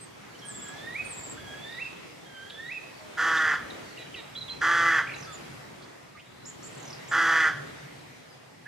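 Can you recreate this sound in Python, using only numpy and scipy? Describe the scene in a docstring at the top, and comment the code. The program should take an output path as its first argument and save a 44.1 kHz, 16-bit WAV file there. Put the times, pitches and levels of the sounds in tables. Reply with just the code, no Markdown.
"""Crow by a timber shelter.

A crow caws three times on a quiet hillside: uneven syrinx pulses and breath, shaped by throat and beak.
Songbirds chirp, whistle, twitter, squeak, trill and warble in gliding tones over soft country air
and a far low hum, both shaped noise. Timber walls colour the calls; trees and valley throw them back."""
import sys
import numpy as np
from scipy import signal
from scipy.fft import rfft, irfft
from scipy.io import wavfile
from scipy.ndimage import uniform_filter1d

SR = 44100
rng = np.random.default_rng(int(sys.argv[2]) if len(sys.argv) > 2 else 0)


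def wrap_up_sound(samples):
    """Save the sound to the file named by the first command line argument, as 16-bit audio."""
    columns = np.atleast_2d(samples).T
    # keep every value between -1 and 1, then stretch to whole-number steps
    tamed = np.clip(columns, -1, 1)
    steps = np.round(tamed * 32767).astype(np.int16)
    wavfile.write(sys.argv[1], SR, steps)


N = 382347

# air spectrum (frequency [Hz], relative density [dB])
AIR_SPECTRUM = [(15, -67), (25, -18), (128, -4.5), (264, -2), (301, -3), (335, -2), (373, -1.5), (952, -8),
                (1030, -9), (1310, -8.5), (1500, -11), (2560, -17), (7680, -27), (8320, -28.5),
                (15000, -39.5)]
# slow swell of the air (time [s], level [dB])
AIR_SWELL = [(.25, -56.5), (.75, -52.5), (1.7, -53), (2.3, -56.5), (3.75, -52), (4.2, -55), (5.45, -52.5),
             (6.25, -60.5), (6.7, -53.5), (7.7, -53), (8.4, -60)]
# air between the ears (frequency [Hz], correlation [-1..1])
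AIR_CORRELATION = [(60, 1), (150, 0.61), (380, -0.44), (950, 0.052), (2380, 0.054), (5970, 0.13),
                   (15000, 0.071)]
# low rumble (time [s], relative level [dB])
RUMBLE_SWELL = [(.4, -67), (1.15, -58.5), (2.35, -68.5), (3.75, -59.5), (4.05, -66), (4.7, -58), (5.5, -61),
                (5.95, -69), (7.6, -62), (8.4, -73)]
# far hum (time [s], relative level [dB])
HUM_SWELL = [(0, -62), (2.9, -65), (3.4, -57.5), (4.45, -59), (4.8, -49.5), (6.35, -61), (6.75, -52),
             (7.3, -51), (7.65, -46.5), (8.2, -58.5)]

# single chirps (time [s], length [s], start [Hz], middle [Hz], end [Hz], level [dB], buzz depth [Hz])
CHIRPS = [(0, 0.058, 8400, 8210, 8370, -50, 60), (0.347, 0.017, 2800, 3030, 3100, -55, 102),
          (.388, 0.015, 5800, 5540, 5300, -55, 2), (0.413, .05, 3330, 3170, 3200, -51, 40),
          (1.37, 0.033, 1520, 1580, 1640, -52.5, 60), (2.497, 0.016, 4000, 3490, 3120, -43.5, 380),
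          (2.937, 0.078, 4550, 4600, 4460, -62, 33), (2.963, .19, 636, 616, 597, -57, 11),
          (3.367, 0.019, 3450, 3610, 3840, -39, 150), (3.7, .016, 4240, 3800, 3640, -44, 102),
          (3.816, 0.14, 4700, 4470, 4300, -62, 64), (3.973, 0.013, 3100, 2770, 2650, -45, 1),
          (4.14, 0.018, 3120, 2760, 2530, -40.5, 152), (4.349, .022, 3470, 3340, 3300, -42.5, 98),
          (4.354, 0.048, 3860, 4010, 4140, -40.5, 30), (4.406, 0.029, 4140, 3930, 3800, -39, 34),
          (4.478, 0.027, 3760, 3290, 3400, -43, 105), (4.492, 0.04, 4020, 4090, 4090, -38.5, 35),
          (5.136, 0.021, 4270, 3970, 3860, -47.5, 103), (5.262, .08, 1368, 1285, 1230, -49.5, 10),
          (5.255, 0.12, 3480, 3490, 3630, -57.5, 21.5), (5.323, .044, 7300, 7070, 6650, -48, 4),
          (5.813, 0.044, 3810, 4400, 4700, -58, 400), (6.147, .026, 1290, 1194, 1230, -53, 22),
          (6.16, 0.059, 1754, 2354, 3240, -53, 254), (8.652, 0.059, 1610, 1710, 1700, -43, 103)]

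# rising whistles (start [s], lowest point [s], flick [s], flick rise [s], lowest pitch [Hz],
# flick top [Hz], climb level [dB], octave level [dB], flick level [dB])
WHISTLES = [(.42, .69, .943, .05, 1649, 2542, -50.5, -57, -38),
            (1.369, 1.508, 1.787, .034, 1633, 2690, -52, -52, -38.5),
            (2.251, 2.39, 2.694, .042, 1560, 2650, -52, -53.5, -38)]
LEAD_HZ, KNEE_HZ, CLIMB_POWER = 69.3, 1.96e3, 1.4  # starts above the lowest pitch, climbs to the knee
THROB_DB, THROB_SPAN, CLIMB_DB = 5, .8, 5.5  # span: period as a share of the climb
OCTAVE_THROB_DB, OCTAVE_SPAN, OCTAVE_FADE_DB, OCTAVE_LATE_DB, OCTAVE_LATE_S = 3, 0.53, -17, -6, 0.15
FLICK_S, FLICK_DROOP_HZ, FLICK_FADE_DB, FLICK_ATTACK_S = .097, 268, -6.5, .008

# thin twitters (time [s], opening [s], zigzag [s], length [s], level [dB], fade per zigzag [dB])
TWITTERS = [(0.448, .033, .067, 0.25, -42, -14), (1.042, .064, .063, .298, -42, -12)]
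TWITTER_HZ, ZIGZAG_HZ, OPENING_HZ, OPENING_DB, SETTLE_S, SETTLE_DB = 7740, 720, 8580, -5, .018, 3.5

# caws (time [s], length [s], pitch [Hz], scoop time [s], sag [share], effort [dB], push at gape [dB],
# rasp [dB], beak widest [share of call], upper throat band there [dB])
CAWS = [(3.169, 0.4, 168.1, 0.022, 0.094, -27.5, 0.1, -12.5, 0.83, -2),
        (4.606, 0.42, 174.3, 0.041, 0.07, -25.5, .5, -13, 0.84, 0),
        (7.108, .405, 168.7, .023, .058, -25.5, 1, -12.5, 0.77, 1)]
# crow's throat response (frequency [Hz], gain [dB])
THROAT_RESPONSE = [(170, -60), (310, -18.5), (490, -12.5), (620, -17), (850, -6), (980, -9.5), (1150, -1.5),
                   (1450, -6), (1750, -5), (2020, -0.5), (2200, -10), (2600, -14), (3200, -40), (5000, -62)]
# rasp above the throat band (frequency [Hz], gain [dB])
RASP_RESPONSE = [(1800, -27), (2500, -10.5), (2950, 0), (3380, 5), (3600, -8.5), (4450, -9), (4850, -2.5),
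                 (5450, -10), (6100, -4), (6500, -8), (7100, -10), (8600, -20), (15000, -28.5)]
# peaks where timber echoes add up (frequency [Hz], width [Hz], gain [dB])
TIMBER_PEAKS = [(1182, 32, 3.5), (1360, 150, 3), (1421, 105, 9), (1561, 45, 9), (1751.5, 165, 16),
                (1902, 32, 11), (2005, 43, 11)]
# low harmonics that stay clear in a caw (harmonic [number], level re effort [dB])
CLEAR_HARMONICS = [(2, -23.5), (3, -22), (4, -25), (5, -21), (6, -24)]
SCOOP_SHARE, DROP_SHARE, DROP_S = .14, .115, .04
ONSET_DB, ONSET_S, RELEASE_DB, RELEASE_S, RASP_FADE_DB = -7.5, 0.014, -11, .05, -3.5
BEAK_SHUT_DB, BEAK_OPEN_S = -7, 0.094

# nasal squeaks (time [s], length [s], start [Hz], middle [Hz], end [Hz], level [dB])
SQUEAKS = [(3.98, 0.059, 483, 492, 477, -47), (4.155, 0.059, 505, 477, 445, -44.5)]
# squeak spectrum (frequency [Hz], relative level [dB])
SQUEAK_SPECTRUM = [(1400, -21), (1900, -4), (2900, -11), (3350, -14), (3850, 0.5), (4400, -23), (5500, -31)]

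# trills (first note [s], last note [s], step [s], first pitch [Hz], last pitch [Hz],
# sweep each way [share of pitch], peak [dB], loudest point [share of run])
TRILLS = [(5.068, 5.157, .022, 2320, 2470, .15, -38, 0.14),
          (5.158, 5.246, .024, 6770, 4730, .04, -48, 0.62),
          (6.723, 6.926, .026, 7900, 4970, .075, -45.5, 1)]
TRILL_NOTE_S, TRILL_FADE_DB, TRILL_BEND_POWER, TRILL_BUZZ_SHARE = .014, -10.5, 1.29, 0.05

# high warbles (time [s], length [s], pitch [Hz], level [dB])
WARBLES = [(6.451, 0.055, 7050, -45.5), (6.624, .06, 7300, -48), (7.076, 0.044, 7340, -49)]
LEAP_HZ, LEAP_S, WARBLE_HZ, WARBLE_DEPTH_HZ = 1895, 0.0084, 52, 300

# shelter echo (frequency [Hz], T60 [s])
SHELTER_T60 = [(200, 0.5), (1500, 0.34), (4000, 0.43), (8000, 0.19)]
# valley echo (frequency [Hz], T60 [s])
VALLEY_T60 = [(200, 0.6), (1600, 1.43), (2600, 1.02), (4000, 2.2), (8000, 0.76)]


def gain_of(db):
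    """Decibels to gain."""
    return 10 ** (np.asarray(db) / 20)


def unit_rms(x):
    """Scale to rms 1."""
    return x / np.sqrt(np.mean(x ** 2) + 1e-20)


def held(x, samples=1100):
    """Hold the running rms at 1: a steady push of air."""
    return x / np.sqrt(abs(uniform_filter1d(x ** 2, samples)) + 1e-12)


def at_hz(table, hz):
    """Table value at hz, on a log-frequency axis."""
    f, value = np.transpose(table)
    return np.interp(np.log(hz + 1), np.log(f + 1), value)


def level_curve(table):
    """Table level at every sample of the scene."""
    return np.interp(np.arange(N) / SR, *np.transpose(table))


def band(x, lo_hz, hi_hz):
    """Steep band-pass."""
    f = np.fft.rfftfreq(x.shape[-1], 1 / SR) + 1e-3
    return irfft(rfft(x) / np.sqrt((1 + (lo_hz / f) ** 20) * (1 + (f / hi_hz) ** 20)), x.shape[-1])


def wander(size, hz):
    """Smooth random drift up to hz, rms about 1."""
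    return unit_rms(band(rng.standard_normal(size + SR), 0.95, hz))[:size]


def colour(x, db_at, size=4096):
    """Minimum-phase filter with gain db_at(Hz)."""
    log_gain = np.log(gain_of(db_at(abs(np.fft.fftfreq(size, 1 / SR)))))
    taps = np.fft.ifft(np.exp(np.conj(signal.hilbert(log_gain)))).real
    return signal.fftconvolve(x, taps[:size // 2])[:len(x)]


def phase_of(hz):
    """Running phase of a pitch curve."""
    return 2 * np.pi * np.cumsum(hz) / SR


def arch(length_s, start_hz, middle_hz, end_hz):
    """Pitch parabola through three points."""
    u = np.linspace(-1, 1, max(int(length_s * SR), 64))
    return middle_hz + (end_hz - start_hz) / 2 * u + ((end_hz + start_hz) / 2 - middle_hz) * u ** 2


def air(rumble_db=-0.5, body_db=1, hiss_db=-15, hiss_follows=1.07, patchy_db=1.5):
    """Open-air noise, partly alike in both ears; body and hiss share one swell over a low rumble."""
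    frames, hz = N // 512 + 5, np.fft.rfftfreq(2048, 1 / SR)
    a, b, c, d, patches = rng.standard_normal((5, len(hz), frames))
    patches = unit_rms(uniform_filter1d(uniform_filter1d(patches, size=20, axis=0), size=10, axis=1))
    alike = at_hz(AIR_CORRELATION, hz)[:, None]
    left = a + 1j * b
    right = alike * left + np.sqrt(1 - alike ** 2) * (c + 1j * d)
    spectra = np.array([left, right]) * gain_of(at_hz(AIR_SPECTRUM, hz)[:, None] + patchy_db * patches)
    noise = signal.istft(spectra, nperseg=2048, noverlap=1536)[1][:, :N]
    mono = noise.mean(0)
    db = level_curve(AIR_SWELL)
    swell_db = db - db.mean()
    rumble = unit_rms(band(mono, 47, 115)) * gain_of(level_curve(RUMBLE_SWELL) + rumble_db)
    body = band(noise, 115, 2000) / band(mono, 250, 900).std() * gain_of(body_db + swell_db)
    hiss = band(noise, 2000, SR) / band(mono, 9500, 14000).std()
    hiss *= gain_of(hiss_db + hiss_follows * swell_db)
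    return rumble + gain_of(db.mean()) * (body + hiss)


def hum(hz=139, width_hz=34, trim_db=-2, spread=0.11, waver_db=0.7):
    """Far wavering drone: noise in one narrow low resonance."""
    f = np.fft.rfftfreq(N, 1 / SR)
    spectra = rfft(rng.standard_normal((2, N))) / (1 + ((f - hz) / width_hz) ** 2) ** 2
    mid, side = unit_rms(irfft(spectra, N))
    db = level_curve(HUM_SWELL) + trim_db + waver_db * wander(N, 5.4)
    return gain_of(db) * np.array([mid + spread * side, mid - spread * side])


def chirp(at_s, length_s, start_hz, middle_hz, end_hz, db, depth_hz, buzz_hz=260, husky=0.86):
    """Quick glide with an uneven, husky buzz on its pitch."""
    hz = arch(length_s, start_hz, middle_hz, end_hz)
    buzz = np.sin(phase_of(buzz_hz * (1 + 0.27 * wander(len(hz), 113))))
    buzz += husky * wander(len(hz), 760)
    tone = np.sin(phase_of(hz + depth_hz * buzz))
    return at_s, gain_of(db) * unit_rms(tone * signal.windows.tukey(len(hz), .5))


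def hedge_birds(level_db=-68, count=22):
    """Faint scattered chirps from hedges down the hill."""
    calls = []
    for when, length, pitch, slide, loud in rng.random((count, 5)):
        hz, glide_hz = 2800 + 2200 * pitch, 700 * (slide - .6)
        length_s, db = 0.0262 + 0.073 * length, level_db + 6 * (loud - .5)
        calls.append(chirp(when * N / SR, length_s, hz - glide_hz, hz, hz + glide_hz, db, depth_hz=40))
    return calls


def whistle(at_s, lowest_s, flick_s, rise_s, low_hz, top_hz, level_db, octave_db, flick_db):
    """Slow rising note, flicked up at the end; its octave enters late and dies at the flick."""
    t = np.arange(at_s, flick_s + FLICK_S, 1 / SR)
    climb = np.minimum((t - lowest_s) / (flick_s - lowest_s), 1)
    leap = np.sin(np.pi / 2 * np.clip((t - flick_s) / rise_s, 0, 1))
    push = np.clip(1 + (t - flick_s) / FLICK_ATTACK_S, 0, 1)
    droop = np.clip((t - flick_s - rise_s) / (FLICK_S - rise_s), 0, 1) ** 2
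    hz = low_hz + LEAD_HZ * np.sin(np.pi * np.clip(climb, -1, 0)) ** 2
    hz += (KNEE_HZ - low_hz) * np.maximum(climb, 0) ** CLIMB_POWER
    hz += (top_hz - KNEE_HZ) * leap - FLICK_DROOP_HZ * droop
    slow_db = level_db + CLIMB_DB * (climb - .5) + THROB_DB * np.cos(2 * np.pi * climb / THROB_SPAN)
    db = slow_db + (flick_db - slow_db) * push + FLICK_FADE_DB * droop
    upper_db = octave_db + OCTAVE_THROB_DB * np.cos(2 * np.pi * climb / OCTAVE_SPAN)
    upper_db += OCTAVE_FADE_DB * push + OCTAVE_LATE_DB * np.exp(-((t - at_s) / OCTAVE_LATE_S) ** 2)
    phase = phase_of(hz * (1 + .004 * wander(len(t), 90)))
    tone = sum(gain_of(partial_db + 3 * wander(len(t), 46)) * np.sin(k * phase)  # separate flutter
               for k, partial_db in ((1, db), (2, upper_db)))
    return at_s, np.sqrt(2) * tone * signal.windows.tukey(len(t), .03)


def twitter(at_s, opening_s, zigzag_s, length_s, level_db, fade_db,
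            buzz_hz=210, depth_hz=160, octave_db=-21):
    """Very high buzzing note that settles into falling zigzags."""
    t = np.arange(0, length_s, 1 / SR) - opening_s
    fall = t / zigzag_s % 1
    settle = np.exp(-(t / SETTLE_S) ** 2)
    hz = np.where(t < 0, OPENING_HZ, TWITTER_HZ - ZIGZAG_HZ * fall + (OPENING_HZ - TWITTER_HZ) * settle)
    db = level_db + np.where(t < 0, OPENING_DB, fade_db * fall ** 2 + SETTLE_DB * settle)
    hz, db = uniform_filter1d(np.array([hz, db]), size=350)
    buzz = np.sin(phase_of(buzz_hz * (1 + 0.2 * wander(len(t), 64))))
    phase = phase_of(hz + depth_hz * buzz + 70 * wander(len(t), 280))
    tone = (np.sin(phase) + gain_of(octave_db) * np.sin(2 * phase)) * (1 + 0.35 * buzz)
    return at_s, gain_of(db) * unit_rms(tone) * signal.windows.tukey(len(t), .06)


def caw_gesture(t, length_s, top_hz, scoop_s, sag, effort_db, push_db, rasp_db, widest, open_db):
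    """Pitch scoops, sags and drops as breath ends; the beak opens slowly with a push and shuts fast."""
    u, past_s = t / length_s, t - widest * length_s
    scoop = SCOOP_SHARE * np.exp(-t / scoop_s)
    drop = DROP_SHARE * np.exp((t - length_s) / DROP_S)
    hz = top_hz * (1 - scoop - sag * u - drop)
    gape = np.exp(-(past_s / np.where(past_s < 0, BEAK_OPEN_S, 0.037)) ** 2)
    release = np.clip(1 + (t - length_s) / RELEASE_S, 0, 1) ** 2
    db = effort_db + push_db * gape + ONSET_DB * np.exp(-t / ONSET_S) + RELEASE_DB * release
    upper_db = BEAK_SHUT_DB + (open_db - BEAK_SHUT_DB) * gape
    return hz, db, upper_db, rasp_db + RASP_FADE_DB * u ** 2


def throat_db(hz):
    """Broad throat resonance, rippled by the timber."""
    ripple_db = sum(db / (1 + (2 * (hz - f) / width_hz) ** 2) for f, width_hz, db in TIMBER_PEAKS)
    return at_hz(THROAT_RESPONSE, hz) + ripple_db


def board_bounces(x, delays_s=(.0017, .0029, .0043), bounce=0.29):
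    """Quick bounces between boards spread each pulse without changing its colour."""
    f = np.fft.rfftfreq(len(x), 1 / SR)
    trips = np.exp(-2j * np.pi * np.outer(delays_s, f))
    allpass = np.prod((bounce - trips) / (1 - bounce * trips), axis=0)
    return irfft(rfft(x) * allpass / trips[0] / trips[1], len(x))


def caw(at_s, length_s, *gesture, puff_cycles=0.66, low_db=1.5, split_hz=1550, sway_db=1.3):
    """Uneven syrinx pulses, each with a puff of air; harsh at both ends, clearer mid-call."""
    t = np.arange(0, length_s, 1 / SR)
    hz, db, upper_db, rasp_db = caw_gesture(t, length_s, *gesture)
    ends = np.linspace(-1, 1, len(t)) ** 4
    breath_share, jitter_s, shimmer = .11 + .45 * ends, .00004 * (1 + 2 * ends), .17
    cycles = np.cumsum(hz) / SR
    jittered = cycles + hz * jitter_s * wander(len(t), 120)
    pulses = np.diff(np.floor(jittered), prepend=0).clip(0) * np.exp(shimmer * wander(len(t), 185))
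    pulses = unit_rms(band(pulses, 1060, SR))
    puffs = unit_rms((0.098 + np.exp(-(jittered % 1) / puff_cycles)) * rng.standard_normal(len(t)))
    voice = colour(np.sqrt(1 - breath_share) * pulses + np.sqrt(breath_share) * puffs, throat_db)
    upper_share = np.clip(gain_of(upper_db) ** 2, .05, .7)  # grows as the beak opens
    low = held(band(voice, 20, split_hz)) * np.sqrt(1 - upper_share) * gain_of(low_db)
    high = held(band(voice, split_hz, SR)) * np.sqrt(upper_share)
    rasp = unit_rms(colour(pulses + 0.6 * puffs, lambda f: at_hz(RASP_RESPONSE, f)))
    clear = np.zeros(len(t))
    for k, harmonic_db in CLEAR_HARMONICS:
        gain = gain_of(harmonic_db + sway_db * wander(len(t), 9.4))
        clear += gain * np.sin(2 * np.pi * (k * cycles + rng.random()))
    sound = board_bounces(low + high + gain_of(rasp_db) * rasp) + clear * (1 - 0.3 * ends)
    attack = 1 - np.exp(-t / .004)
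    return at_s, gain_of(db) * sound * attack * signal.windows.tukey(len(t), .06)


def squeak(at_s, length_s, start_hz, middle_hz, end_hz, db):
    """Short nasal stack of harmonics, no fundamental."""
    hz = arch(length_s, start_hz, middle_hz, end_hz)
    phase = phase_of(hz * (1 + 0.011 * wander(len(hz), 200)))
    tone = sum(gain_of(at_hz(SQUEAK_SPECTRUM, k * hz)) * np.sin(k * phase) for k in range(2, 11))
    return at_s, gain_of(db) * unit_rms(tone) * signal.windows.tukey(len(hz), .3)


def trill(first_s, last_s, step_s, first_hz, last_hz, sweep, peak_db, loudest):
    """Run of quick upstrokes, sliding in pitch and level."""
    notes = []
    for u in np.linspace(0, 1, round((last_s - first_s) / step_s) + 1):
        at_s = first_s + u * (last_s - first_s)
        hz = first_hz + (last_hz - first_hz) * u ** TRILL_BEND_POWER
        stroke_hz = hz * (1 - sweep), hz, hz * (1 + sweep)
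        db = peak_db + TRILL_FADE_DB * abs(u - loudest)
        notes.append(chirp(at_s, TRILL_NOTE_S, *stroke_hz, db, TRILL_BUZZ_SHARE * hz))
    return notes


def warble(at_s, length_s, pitch_hz, db, husky_hz=200, leap_db=-3):
    """High call that leaps to its pitch and wobbles there."""
    t = np.arange(0, length_s, 1 / SR)
    leap = np.exp(-(t / LEAP_S) ** 4)
    hz = pitch_hz - LEAP_HZ * leap - WARBLE_DEPTH_HZ * (1 - leap) * np.cos(2 * np.pi * WARBLE_HZ * t)
    tone = np.sin(phase_of(hz + husky_hz * wander(len(t), 600))) * gain_of(leap_db * leap)
    return at_s, gain_of(db) * unit_rms(tone * signal.windows.tukey(len(t), .12))


def echo(x, t60_table, delay_s, taps_per_s=3000):
    """Scattered reflections, different in each ear; each band decays at its own rate."""
    taps = rng.standard_normal((2, SR)) * (rng.random((2, SR)) < taps_per_s / SR)
    hz, t, spectra = signal.stft(taps, SR, nperseg=256)
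    decay = gain_of(-60 * t / at_hz(t60_table, hz)[:, None])
    tail = signal.istft(spectra * decay, SR, nperseg=256)[1]
    tail *= np.clip(np.arange(tail.shape[1]) / SR / delay_s - 1, 0, 1)
    return signal.fftconvolve(x[None], tail / np.linalg.norm(tail[0]), axes=1)[:, :N]


def perch(calls, left_db, shelter_db, valley_db, spread):
    """Calls from one spot: direct sound, shelter echo and valley echo."""
    x = np.zeros(N)
    for at_s, sound in calls:
        part = x[round(at_s * SR):][:len(sound)]
        part += sound[:len(part)]
    mid, side = echo(x, SHELTER_T60, delay_s=0.0057)
    shelter = gain_of(shelter_db) * np.array([mid + spread * side, mid - spread * side])
    valley = gain_of(valley_db) * echo(x, VALLEY_T60, delay_s=0.035)
    direct = np.array([np.roll(x, 1), x])  # right ear leads by one sample
    return (direct + shelter) * gain_of([[left_db / 2], [-left_db / 2]]) + valley


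def scene():
    """Crow and songbirds on their perches, over air and hum."""
    crow = perch([caw(*row) for row in CAWS],
                 left_db=-1.55, shelter_db=-7.5, valley_db=-21.5, spread=0.062)
    whistles = perch([whistle(*row) for row in WHISTLES],
                     left_db=-4.5, shelter_db=-8, valley_db=-12.5, spread=0.4)
    twitters = perch([twitter(*row) for row in TWITTERS],
                     left_db=-0.5, shelter_db=-6.5, valley_db=-30, spread=0.32)
    chirps = perch([chirp(*row) for row in CHIRPS] + [squeak(*row) for row in SQUEAKS],
                   left_db=-3.5, shelter_db=-10, valley_db=-32, spread=0.54)
    song = perch([warble(*row) for row in WARBLES] + [note for row in TRILLS for note in trill(*row)],
                 left_db=-2, shelter_db=-7, valley_db=-29, spread=.7)
    hedges = perch(hedge_birds(), left_db=0, shelter_db=-4, valley_db=-9, spread=1)
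    return crow + whistles + twitters + chirps + song + hedges + air() + hum()


def record(dry):
    """Steep low-pass at 15.2 kHz."""
    taps = signal.firwin(511, 15200, window=("kaiser", 9), fs=SR)
    return signal.oaconvolve(dry, taps[None], "same")


dry = scene()
out = record(dry)
wrap_up_sound(out)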